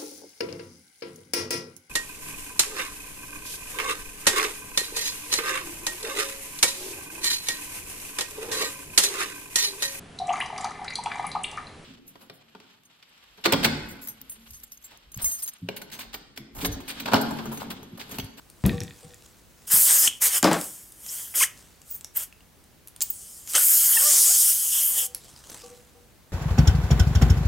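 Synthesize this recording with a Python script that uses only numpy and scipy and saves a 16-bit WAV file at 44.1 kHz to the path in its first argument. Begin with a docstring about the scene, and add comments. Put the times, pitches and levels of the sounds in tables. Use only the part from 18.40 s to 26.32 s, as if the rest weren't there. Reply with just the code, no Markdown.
"""Air escaping from a puncture in a small tubeless tyre, on a garage bench, close to a near-mono microphone.
A reamer, a finger and a plug tool open and close the hole: the turbulent jet hisses in puffs and longer
leaks, whistles through narrow gaps and flaps the rubber into a squeal. Tools click, chatter, ring the steel
rim and knock on the bench and a plastic tray to the left. Behind them, sleeves rustle in a quiet room."""
import sys
import numpy as np
from scipy import signal
from scipy.fft import rfft, irfft, next_fast_len
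from scipy.io import wavfile
from scipy.ndimage import uniform_filter1d, map_coordinates

SR = 44100
rng = np.random.default_rng(int(sys.argv[2]) if len(sys.argv) > 2 else 0)


def to_wav(s):
    """Save 16-bit WAV."""
    ch = np.atleast_2d(s).T  # columns
    pcm = np.round(np.clip(ch, -1, 1) * 32767)  # PCM
    wavfile.write(sys.argv[1], SR, pcm.astype(np.int16))


N = 349272

# The jet's colour before its bands are balanced. Each row: frequency in Hz, relative level in dB.
JET_SPECTRUM = [(200, -37), (500, -19.5), (1000, -15.5), (2650, -12), (3900, -13.5), (5200, -6), (8400, 2),
                (12000, -6.5), (13500, -7.5), (15900, -17)]
# Noise close to the microphone. Each row: frequency in Hz, left-right likeness (1 is mono).
CLOSE_LIKENESS = [(9000, 0.94), (15000, 1)]
# Leaks and a puff whose loudness and colour change as they hiss; one list each. Each row: time in
# seconds, hiss in dB, then low rasp, hole resonance and treble in dB over the hiss.
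SHAPED_LEAKS = [
    [(1.3, -37.5, -5, -19, -1), (1.32, -23.5, -10, -26, 5), (1.44, -24, -22, -36, 7),
     (1.51, -19, -13, -31, -4), (1.6, -23, -15.5, -32, 5), (1.68, -19, -15.5, -19.5, -9.5),
     (1.7, -42.5, -25, -5, -13.5), (1.79, -54, -23, -24, -5.5)],
    [(2.94, -49.5, 8, -24, 6.5), (2.957, -29, -10.5, -27, 5), (3.035, -18, -15, -15, -7),
     (3.075, -47.5, -12, -16, -10)],
    [(5.142, -33, -8, -11, -2.5), (5.158, -18.5, -9.5, -16, -11), (5.19, -22, -16, -28, -0.5),
     (5.25, -24.5, -19.5, -36, 7), (5.5, -25.5, -14, -18.5, 6.5), (5.74, -17.5, -20, -30, -6),
     (5.9, -19.5, -25.5, -33.5, -4), (6.1, -22, -24, -24, 2), (6.18, -30, -20.5, -21.5, 3),
     (6.31, -28, -21, -17, 1.5), (6.33, -25.5, -19.5, -7.5, -2), (6.42, -26.5, -18.5, -13, 3),
     (6.46, -32, -18, -15, 10), (6.55, -30.5, -18.5, -15.5, 4.5), (6.59, -25, -16.5, -10, 1.5),
     (6.665, -34, -17, -20, 2.5), (6.7, -78.5, -24, -13, -7.5)],
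]
# Short leaks. Each row: fully open and starting to shut in seconds, hiss in dB, rise and fall
# in dB per second, then low rasp, hole resonance and treble in dB over the hiss.
SHORT_LEAKS = [(1.276, 1.316, -38.5, 2306, 799.5, -15, -17.5, 0.5),
               (1.82, 1.868, -22.5, 1909, 412.5, -10, -35, 2.5),
               (1.948, 1.983, -23.5, 242, 912.5, -10.5, -18, -1),
               (2.21, 2.225, -40, 120.5, 65.5, -14.5, -29, 0.5),
               (2.72, 2.788, -38, 147.5, 74, -15, -18, 1.5),
               (3.509, 3.559, -48.5, 281.5, 319, -17, -23, -1),
               (3.762, 3.836, -38, 1200, 707, -9, -22, 2.5), (4.62, 4.624, -20.5, 6000, 2500, -23, -28, -9),
               (4.63, 4.978, -46, 1002, 64, -30.5, -21.5, -6),
               (5.1, 5.153, -35.5, 401, 800, -14.5, -25, -3)]
def jet(band_edges_hz=(3500, 11500), hole_hz=3100, hole_width_hz=700):
    """Turbulent air; how the hole is covered shifts weight between three bands and its ringing hollow."""
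    hiss, rasp, hole, treble = curves(SHAPED_LEAKS)
    powers = amp([hiss + rasp, hiss, hiss + treble, hiss + hole]) ** 2
    for *shape, rasp, hole, treble in SHORT_LEAKS:
        powers += (swell(*shape) * amp([[rasp], [0], [treble], [hole]])) ** 2

    def split(hz):
        below = np.array([1 / (1 + (hz / edge) ** 8) for edge in band_edges_hz])[:, None]
        bands = np.diff(below, axis=0, prepend=0, append=1)
        hollow = resonance(hz, hole_hz, hole_width_hz) ** 2 / amp(along(JET_SPECTRUM, hz))
        comb = 1 + .14 * np.exp(-2j * np.pi * hz / 1680)  # a second path off the wheel, 20 cm longer
        return np.concatenate([bands, hollow[None, None]]) * comb

    parts = filtered(rush(JET_SPECTRUM, CLOSE_LIKENESS, patchy_db=2.0), split)
    flutter = 0.22 * wobble(45)  # the flow sputters, most in the rasp and the hollow
    sputter_db = [flutter + 1.3 * wobble(30), flutter, flutter, flutter + 1.5 * wobble(25)]
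    return sum(np.sqrt(power) * amp(db) * unit(part) for power, db, part in zip(powers, sputter_db, parts))


# At the hole. Each row: start and length in seconds, first and last pitch in Hz, level in dB.
GAP_WHISTLES = [(1.674, 0.0061, 2710, 3380, -14.5), (2.68, 0.025, 4750, 6160, -37.5),
                (3.5, 0.034, 15600, 15300, -35.5), (3.532, 0.038, 15900, 13300, -35),
                (3.76, 0.024, 15770, 12720, -20.5), (4.617, 0.025, 13900, 16070, -26),
                (4.7, 0.012, 15870, 14360, -24)]
def whistles():
    """Air through a narrow gap sings a breathy tone that glides as the gap changes."""
    out = np.zeros(N)
    for start, length, first_hz, last_hz, db in GAP_WHISTLES:
        n = round(length * SR)
        hz = np.linspace(first_hz, last_hz, n) * (1 + 0.022 * smooth_noise(SR // 10, 40)[:n])
        breath = 1 + .55 * unit(smooth_noise(SR // 10, 60))[:n]
        tone = np.sin(2 * np.pi * np.cumsum(hz) / SR)
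        add(out, start, amp(db) * breath * np.sqrt(2 * np.hanning(n)) * tone)
    return out


# One list a squeal. Each row: time in seconds, pitch in Hz, relative level in dB.
RUBBER_SQUEALS = [
    [(3.004, 1326, -41), (3.013, 1036, -32.5), (3.023, 1085, -39.5), (3.035, 1532, -31), (3.044, 2210, -30)],
    [(5.55, 1025, -61), (5.575, 893, -34.5), (5.605, 887, -64)],
    [(5.61, 540, -47.5), (5.67, 606, -40), (5.73, 564, -49.5), (5.77, 530, -55.5), (5.86, 519, -53),
     (5.9, 685, -46), (5.925, 815, -49)],
]
def squeal(harmonics_db=(1, 4, -6), full_db=-40, ring_hz=3240):
    """Rubber lips flap in the flow: a shaky harmonic tone, purer when faint."""
    hz, db = curves(RUBBER_SQUEALS)
    phase = 2 * np.pi * np.cumsum(hz * (1 + 0.009 * wobble(250))) / SR
    thin_db = .35 * np.minimum(db - full_db, 0)
    shake_db = np.where(thin_db < 0, 1.5, 4.5)
    tone = sum(amp(db + level + k * thin_db + shake_db * wobble(150)) * np.sin((k + 1) * phase)
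               for k, level in enumerate(harmonics_db))
    rubber = lambda ratio: 1 / (1 - ratio ** 2 + .2j * ratio) / (1 + ratio ** 8)
    return filtered(tone, lambda f: rubber(f / ring_hz))  # the rubber rings and passes little above


# Sharp clicks of tools and rubber, and pops of air as the hole opens, close to the microphone.
# Each row: start in seconds, relative level in dB, centre in Hz.
SHARP_CLICKS = [(0.1005, -28.5, 8990), (0.263, -7, 11530), (0.4045, -16.5, 5740), (0.435, -22.5, 8140),
                (0.7437, -29.5, 7300), (1.273, -31, 11100), (2.0282, -0.5, 7280), (2.0428, -1.5, 5170),
                (2.1313, -6, 7710), (2.213, -12, 9030), (2.2417, -19.5, 8100), (2.522, -25.5, 8960),
                (2.664, -19.5, 7230), (3.4176, -31, 7660), (3.61, -24.5, 7850), (3.6458, -17.5, 5710),
                (3.926, -33, 2630), (4.0066, -40.5, 2830), (4.2403, -38, 8500), (4.474, -22.5, 12800),
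                (4.483, -25.5, 10460), (4.563, -25, 8940), (4.607, -11, 7350), (4.6151, -10, 7110),
                (5.0752, -20, 7020), (5.1356, -7.5, 8000), (5.146, -19.5, 1330), (5.1522, -1.5, 6330),
                (5.181, -10.5, 1484), (6.748, -8, 10780), (6.845, -33, 9220), (6.963, -30.5, 4910),
                (7.1034, -24.5, 12200), (7.1448, -22, 7640), (7.175, -27.5, 8280)]
def clicks(low_cut_hz=1500):
    """Each is a wide crack around one pitch, plus a few damped cycles there."""
    out, t = np.zeros(N), np.arange(SR // 40) / SR
    for start, db, hz in SHARP_CLICKS:
        crack = 0.56 * amp(-60 * t / 0.015) * smooth_noise(len(t), 4) * np.cos(2 * np.pi * hz * t)
        ring = .6 * np.exp(-t * hz / 5) * np.sin(2 * np.pi * hz * t)
        add(out, start, amp(db) * (crack + ring))
    return filtered(out, lambda hz: 1j * hz / (low_cut_hz + 1j * hz))


# Blows on bench and tray, left of the microphone. 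Each row: start in seconds, relative level in dB.
BENCH_KNOCKS = [(.239, -3), (.253, -1.5), (.269, -4), (.317, -20), (.41, -17), (.645, -34), (1.335, -25)]
TRAY_KNOCKS = [(2.031, -3), (2.045, 2.5), (2.061, -11), (2.074, -5.5), (2.114, -2), (2.139, -7),
               (2.174, -30.5)]
# Their resonances. Each row: centre and width in Hz, relative level in dB.
BENCH_MODES = [(90.6, 42, -0.5), (168, 70, 0.5), (302.6, 57, -4.5), (374, 100, -12.5), (1040, 7100, -38.5)]
TRAY_MODES = [(183, 29, -6.5), (313, 28, -2.5), (534, 110, -11.5), (767, 200, -11.5), (1220, 750, -16),
              (3910, 13000, -31.5)]
def knocks(blows, modes, judder, t60, soft_hz):
    """Each dull blow is a soft push and a dying judder, heard through the body's broad resonances."""
    force, t = np.zeros(N), np.arange(SR // 4) / SR
    for start, db in blows:
        push = judder * amp(-60 * t / t60) * rng.standard_normal(len(t))
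        push[0] = 1
        add(force, start, amp(db) * push)
    body = lambda hz: sum((-1) ** k * amp(db) * resonance(hz, centre, width)
                          for k, (centre, width, db) in enumerate(modes))
    return filtered(force, lambda hz: body(hz) / (1 + 1j * hz / soft_hz))


# A loose tool in the tray, and taps on the steel rim. Each row: start in seconds, relative level in dB.
TOOL_CHATTER = [(0.2558, -14.5), (0.2943, -11), (0.3805, -23), (0.416, -21.5), (0.4486, -32), (0.4796, -29),
                (0.508, -28), (0.7053, -39), (0.7367, -35)]
RIM_STRIKES = [(0.329, -30), (.63, -44), (6.564, -36.5), (6.626, -39.5), (7.234, -33), (7.317, -42),
               (7.547, -44.5)]
# Their modes. Each row: frequency in Hz, relative level in dB, seconds to fall 60 dB.
TOOL_MODES = [(1870, -11, 0.025), (2500, -2.5, 0.0072), (3560, 6.5, 0.0028)]
RIM_MODES = [(480, -11.5, 0.36), (493, -15, 0.53), (775, -15.5, 0.35), (1155, -12.5, 0.087)]
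def ringing_taps(taps, modes, scatter_db, attack_s):
    """Every tap rings the tool's or rim's damped modes at new strengths."""
    out, t = np.zeros(N), np.arange(SR // 2) / SR
    hz, level, t60 = np.transpose(modes)[..., None]
    for start, db in taps:
        level_db = level + scatter_db * rng.standard_normal(hz.shape)
        ring = amp(level_db - 60 * t / t60) * np.sin(2 * np.pi * hz * t)
        add(out, start, amp(db) * ring.sum(0) * (1 - np.exp(-t / attack_s)))
    return out


# Cloth near the microphone. Each row: loudest moment in seconds, level in dB.
CLOTH_STROKES = [(.3, -49.5), (.6, -52), (.86, -60), (1.24, -58), (3.18, -52), (6.76, -56.5), (6.89, -52),
                 (7.13, -45.5), (7.26, -58.5)]
# Its colour. Each row: frequency in Hz, relative level in dB.
CLOTH_SPECTRUM = [(300, -2.5), (600, -4), (2000, -9), (8000, -2.5), (15900, -19)]
def rustle():
    """Sleeves and glove brush in small uneven grains; every stroke swells and fades alike."""
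    grains = amp(3.1 * wobble(300))
    strokes = sum(swell(at, at, db, rise=122, fall=63.5) for at, db in CLOTH_STROKES)
    return strokes * unit(grains * rush(CLOTH_SPECTRUM, CLOSE_LIKENESS, patchy_db=2.5))


# The room around the bench. Each row: frequency in Hz, seconds to fall 60 dB.
GARAGE_DECAY = [(150, 0.45), (3000, 0.29), (14000, 0.17)]
def garage(sound):
    """The room answers a moment later, its treble dying first."""
    hz, t, noise = signal.stft(rng.standard_normal((2, SR // 2)), SR, nperseg=256)
    decay = amp(-60 * t / along(GARAGE_DECAY, hz)[:, None])
    tail = signal.istft(noise * decay, SR, nperseg=256)[1]
    tail += 1.4 * tail.mean(0)  # the microphone's two ports lie close together
    delayed = np.pad(sound, (200, 0))[None]
    return signal.fftconvolve(delayed, tail / np.linalg.norm(tail[0]), axes=1)[:, :N]


# The garage's background. Each row: frequency in Hz, relative level in dB.
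ROOM_SPECTRUM = [(15, -38.5), (47, -9.5), (250, -19), (700, -26), (3600, -33), (15900, -36)]
def room_tone(level_db=-55.5):
    """A low, barely wavering hush all around the microphone."""
    return amp(level_db + 0.27 * wobble(3)) * rush(ROOM_SPECTRUM, likeness=[(1000, 0.46)], patchy_db=0.5)


def amp(db):
    return 10 ** (np.asarray(db) / 20)


def unit(x):
    return x / np.sqrt(np.mean(x ** 2) + 1e-20)


def add(track, start, sound):
    part = track[round(start * SR):][:len(sound)]
    part += sound[:len(part)]


def along(points, hz):
    """Reads (Hz, value) points on a log axis."""
    freqs, values = np.transpose(points)
    return np.interp(np.log(hz + 1), np.log(freqs + 1), values)


def curves(events):
    """Each column's value at every sample; -120 between events."""
    t, out = np.arange(N) / SR, np.full((len(events[0][0]) - 1, N), -120.)
    for rows in events:
        times, *columns = np.transpose(rows)
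        inside = (t >= times[0]) & (t <= times[-1])
        out[:, inside] = [np.interp(t[inside], times, column) for column in columns]
    return out


def swell(start, end, db, rise, fall):
    """Gain that climbs to db at start, holds to end and sinks, at rates in dB per second."""
    t = np.arange(N) / SR
    return amp(db - rise * np.clip(start - t, 0, None) - fall * np.clip(t - end, 0, None))


def wobble(rate):
    """A smooth random curve, rate knots a second."""
    return map_coordinates(rng.standard_normal(int(N * rate / SR) + 4), [np.arange(N) * rate / SR])


def smooth_noise(n, span):
    return uniform_filter1d(rng.standard_normal(n), size=span)


def resonance(hz, centre, width):
    return 1j * hz * width / (centre ** 2 - hz ** 2 + 1j * hz * width)


def filtered(x, response):
    """x through a response given as a function of Hz."""
    size = next_fast_len(N + 8192)
    return irfft(rfft(x, size) * response(np.fft.rfftfreq(size, 1 / SR)), size)[..., :N]


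def rush(spectrum, likeness, patchy_db):
    """Stereo noise of rms 1 with patches of random gain."""
    cells = signal.stft(rng.standard_normal((2, N)), nperseg=256)[2]
    patches = uniform_filter1d(rng.standard_normal(cells.shape[1:]), size=4, axis=0)
    patches = unit(uniform_filter1d(patches, size=16, axis=1))
    pair = signal.istft(cells * amp(patchy_db * patches), nperseg=256)[1][:, :N]
    turn = lambda hz: np.arccos(np.clip(along(likeness, hz), -1, 1)) / 2
    mid, side = filtered(pair, lambda hz: amp(along(spectrum, hz)) * [np.cos(turn(hz)), np.sin(turn(hz))])
    return unit(np.array([mid + side, mid - side]))


def scene():
    """The tyre close and nearly centred, bench and tray to the left, the garage around them."""
    bench = amp(33) * knocks(BENCH_KNOCKS, BENCH_MODES, judder=0.042, t60=0.31, soft_hz=2560)
    tray = amp(32) * knocks(TRAY_KNOCKS, TRAY_MODES, judder=0.076, t60=0.24, soft_hz=6210)
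    chatter = ringing_taps(TOOL_CHATTER, TOOL_MODES, scatter_db=1.5, attack_s=0.00061)
    rim = ringing_taps(RIM_STRIKES, RIM_MODES, scatter_db=3.5, attack_s=0.0041)
    near = clicks() + whistles() + chatter + rim
    air = jet() + squeal()
    room = amp(-14.5) * garage(air.mean(0)) + amp(-8.5) * garage(near) + amp(-16.5) * garage(bench + tray)
    centre = (near + air) * amp([[.2], [-.2]])
    left = bench * amp([[1.6], [-1.6]]) + tray * amp([[1.3], [-1.3]])
    return centre + left + room + room_tone() + rustle()


def record(dry):
    """The camera beside the tyre keeps nothing above its band limit."""
    return filtered(dry, lambda hz: hz < 15850)


dry = scene()
out = record(dry)
to_wav(out)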